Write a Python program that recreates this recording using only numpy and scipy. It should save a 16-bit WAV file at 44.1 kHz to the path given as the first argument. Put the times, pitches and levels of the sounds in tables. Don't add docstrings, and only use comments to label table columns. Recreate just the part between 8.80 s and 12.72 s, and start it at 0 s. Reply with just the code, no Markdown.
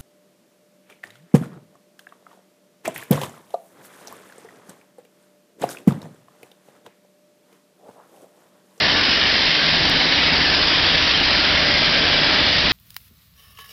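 import sys
import numpy as np
from scipy import signal
from scipy.fft import rfft, irfft
from scipy.io import wavfile

SR = 44100
rng = np.random.default_rng(int(sys.argv[2]) if len(sys.argv) > 2 else 0)


def amplitude_ratio(level_db):
    exponent = np.asarray(level_db, float) / 20
    return 10 ** exponent


def file_out(sig):
    cols = np.atleast_2d(sig).T
    lim = np.clip(cols, -1, 1)
    pcm = np.round(lim * 32767).astype(np.int16)
    wavfile.write(sys.argv[1], SR, pcm)


N = 172872


def rms_one(x):
    return x / np.sqrt(np.mean(x ** 2) + 1e-20)


def seconds():
    return np.arange(N) / SR


def in_time(rows):
    s, *columns = np.transpose(rows)
    return [np.interp(seconds(), s, column) for column in columns]


def at_hz(spectrum, hz):
    table_hz, level_db = np.transpose(spectrum)
    return np.interp(np.log(hz), np.log(table_hz), level_db)


def drift(rate_hz):
    r = np.exp(-80 * np.pi * rate_hz / SR)
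    noise = rng.standard_normal(N // 40 + 2002)
    slow = signal.lfilter([1], [1, -2 * r, r * r], noise)[2000:]
    return np.interp(np.arange(N) / 40, np.arange(len(slow)), rms_one(slow - slow.mean()))


def resonance(x, hz, width_hz):
    r = np.exp(-np.pi * width_hz / SR)
    zeros = np.array([1, 0, -1]) * (1 - r * r) / 2
    poles = [1, -2 * r * np.cos(2 * np.pi * hz / SR), r * r]
    return signal.lfilter(zeros, poles, x)


def double_resonance(x, hz, width_hz):
    return rms_one(resonance(resonance(x, hz, width_hz), hz, width_hz))


def turbulence(spectrum, edges_hz, slow_db, fast_db, shared_db):
    source = rng.standard_normal((2, N))
    out, together = 0, drift(70.0)
    for k, (low, high) in enumerate(zip(edges_hz, edges_hz[1:])):
        sos = signal.butter(2, [low, high], "band", fs=SR, output="sos")
        band = signal.sosfilt(sos, source[k % 2])
        level_db = at_hz(spectrum, np.sqrt(low * high))
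        patches_db = slow_db * drift(1.5) + fast_db * drift(45.0) + shared_db * together
        out = out + band * amplitude_ratio(level_db + patches_db)
    return rms_one(out)


def impacts(per_s, spread_db):
    size = amplitude_ratio(spread_db * np.minimum(rng.exponential(1, N), 5))
    return size * rng.choice([-1, 1], N) * (rng.random(N) < per_s / SR)


# frequency in Hz, density in dB per Hz.
SPRAY_SPECTRUM = [(500, -13.5), (1000, -7.5), (1400, -5.5), (1750, -0.5), (2600, -2), (3100, 0.5),
                  (4400, -2), (4900, -1)]


def spray():
    edges_hz = np.geomspace(400, 7000, 31)
    return amplitude_ratio(-17) * turbulence(SPRAY_SPECTRUM, edges_hz, slow_db=1.0, fast_db=0.6, shared_db=1.35)


def drops():
    runnels, level_db, ring_cycles = 70, -21.5, 130.0
    hits = impacts(per_s=10000, spread_db=1.5)
    dealt = rng.integers(0, runnels, N)
    pitches_hz = np.geomspace(900, 6200, runnels) * rng.uniform(0.99, 1.01, runnels)
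    out = 0
    for k, hz in enumerate(pitches_hz):
        runnel = resonance(hits * (dealt == k) + 1e-18, hz, 2.2 * hz / ring_cycles)
        out = out + amplitude_ratio(at_hz(SPRAY_SPECTRUM, hz) + 5.5 * drift(2.2)) * runnel
    return amplitude_ratio(level_db) * rms_one(out)


# peak time in seconds, length in seconds, centre in Hz, level in dB.
SHEET_EVENTS = [(0.034, 0.33, 1772, -28.5), (0.343, 0.22, 2970, -26), (.7, 0.13, 5210, -27.5),
                (.75, 0.78, 2132, -33), (1.379, 0.31, 3780, -26.5), (1.692, 0.26, 1717, -27),
                (1.772, 0.1, 5400, -32.5), (2.127, 0.32, 3270, -28.5), (2.55, 0.25, 4100, -31.5),
                (2.926, 0.17, 2053, -22), (3.3, 0.74, 1604, -28.5), (3.64, 0.17, 3090, -31.5),
                (3.919, .3, 3970, -29.5), (3.9, 0.1, 1850, -29), (1.42, 0.15, 2330, -28),
                (1.096, .3, 1717, -31), (2.66, 0.42, 1400, -32.5), (0.487, 0.37, 1826, -31)]


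def sheets():
    out = np.zeros(N)
    for peak_s, length_s, hz, level_db in SHEET_EVENTS:
        fizz = double_resonance(impacts(per_s=12000, spread_db=1.5) + 1e-18, hz, 0.11 * hz)
        swell = np.exp(-(2 * (seconds() - peak_s) / length_s) ** 2)
        out += amplitude_ratio(level_db) * swell * fizz
    return out


# frequency in Hz, density in dB per Hz.
WAKE_SPECTRUM = [(12, -37), (20, 1), (70, -1), (160, 3), (196, 2), (274, 6), (437, -1.5), (602, 3),
                 (1100, -6), (1430, -26), (2420, -120)]
# time in seconds, level in dB.
CHURN_LEVEL = [(0, -25.5), (.3, -29), (.85, -29), (1.05, -26), (1.3, -27.5), (1.55, -25.5), (1.9, -28),
               (2.25, -28.5), (2.55, -27), (3.0, -27.5), (3.3, -26.5), (3.92, -27.5)]


def wake():
    edges_hz = np.geomspace(18, 1400, 16)
    rumble = turbulence(WAKE_SPECTRUM, edges_hz, slow_db=0.5, fast_db=0.5, shared_db=0.95)
    return amplitude_ratio(in_time(CHURN_LEVEL)[0]) * rumble


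# time in seconds, level in dB.
SLOSH_LEVEL = [(0, -42), (.4, -50.5), (1, -43.5), (2.4, -42), (2.85, -31.5), (3.5, -35.5), (3.92, -35)]


def slosh():
    hollow = double_resonance(rng.standard_normal(N), hz=602, width_hz=70)
    return amplitude_ratio(in_time(SLOSH_LEVEL)[0]) * hollow


# frequency in Hz, width in Hz, level in dB.
HULL_MODES = [(43.4, 7, -44), (68.1, 5.4, -40), (87.6, 9.6, -41.5), (280, 10, -47.5)]


def hull_hums():
    rise_db_per_s = 1.5
    hums = 0
    for hz, width_hz, level_db in HULL_MODES:
        hums = hums + amplitude_ratio(level_db) * rms_one(resonance(rng.standard_normal(N), hz, width_hz))
    t = seconds()
    return amplitude_ratio(rise_db_per_s * (t - t.mean())) * hums


def unsteady_tone(rows, waver):
    hz, level_db = in_time(rows)
    phase = 2 * np.pi * np.cumsum(hz * (1 + waver * drift(11.0))) / SR
    return np.sqrt(2) * amplitude_ratio(level_db + 2.5 * drift(7.6)) * np.sin(phase)


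# time in seconds, pitch in Hz, level in dB.
DRIVE_LOAD = [(0, 160, -43.5), (.6, 160, -47), (.9, 160.3, -33), (1.15, 165, -38), (1.5, 161, -40),
              (2.0, 158, -37), (2.5, 163.3, -43), (3.1, 156.2, -39.5), (3.92, 160, -43.5)]


def loaded_drive():
    return unsteady_tone(DRIVE_LOAD, waver=0.016)


# time in seconds, pitch in Hz, level in dB.
BEARING_MOAN = [(.8, 247, -43), (1.05, 250, -39.5), (1.3, 255, -39.5), (1.6, 272, -39.5), (2.0, 287, -38.5),
                (2.35, 297, -41)]


def bearing_moan():
    t = seconds()
    fade_in = np.clip((t - BEARING_MOAN[0][0]) / 0.13, 0, 1)
    fade_out = np.clip((BEARING_MOAN[-1][0] - t) / 0.45, 0, 1)
    return fade_in * fade_out * unsteady_tone(BEARING_MOAN, waver=0.014)


def scene():
    water = spray() + drops() + sheets() + wake() + slosh()
    machinery = hull_hums() + loaded_drive() + bearing_moan()
    return (water + machinery)[None]


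def gain_control(x):
    rate_hz, share = 10.0, 0.8
    r = np.exp(-2 * np.pi * rate_hz / SR)
    mean = np.mean(x ** 2)
    power = mean + signal.lfilter([1 - r], [1, -r], x ** 2 - mean)
    return x * (power / mean) ** (-share / 2)


# frequency in Hz, gain in dB.
BAND_EDGE = [(5000, 0), (5300, -5), (5600, -10.5), (6000, -23), (6150, -32), (6320, -48), (6500, -90)]


def narrow_band(x):
    bins_hz = np.arange(1, N // 2 + 2) * SR / N
    return irfft(rfft(x) * amplitude_ratio(at_hz(BAND_EDGE, bins_hz)), N)


def tick():
    start_s, level_db, decay_hz = 1.0982, -10, 800
    since_s = seconds() - start_s
    return -amplitude_ratio(level_db) * (since_s >= 0) * np.exp(-2 * np.pi * decay_hz * np.abs(since_s))


def top_cut(x):
    return signal.sosfilt(signal.butter(12, 15800, fs=SR, output="sos"), x)


def record(dry):
    mix = narrow_band(gain_control(dry)) + tick()
    return top_cut(mix)


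dry = scene()
out = record(dry)
file_out(out)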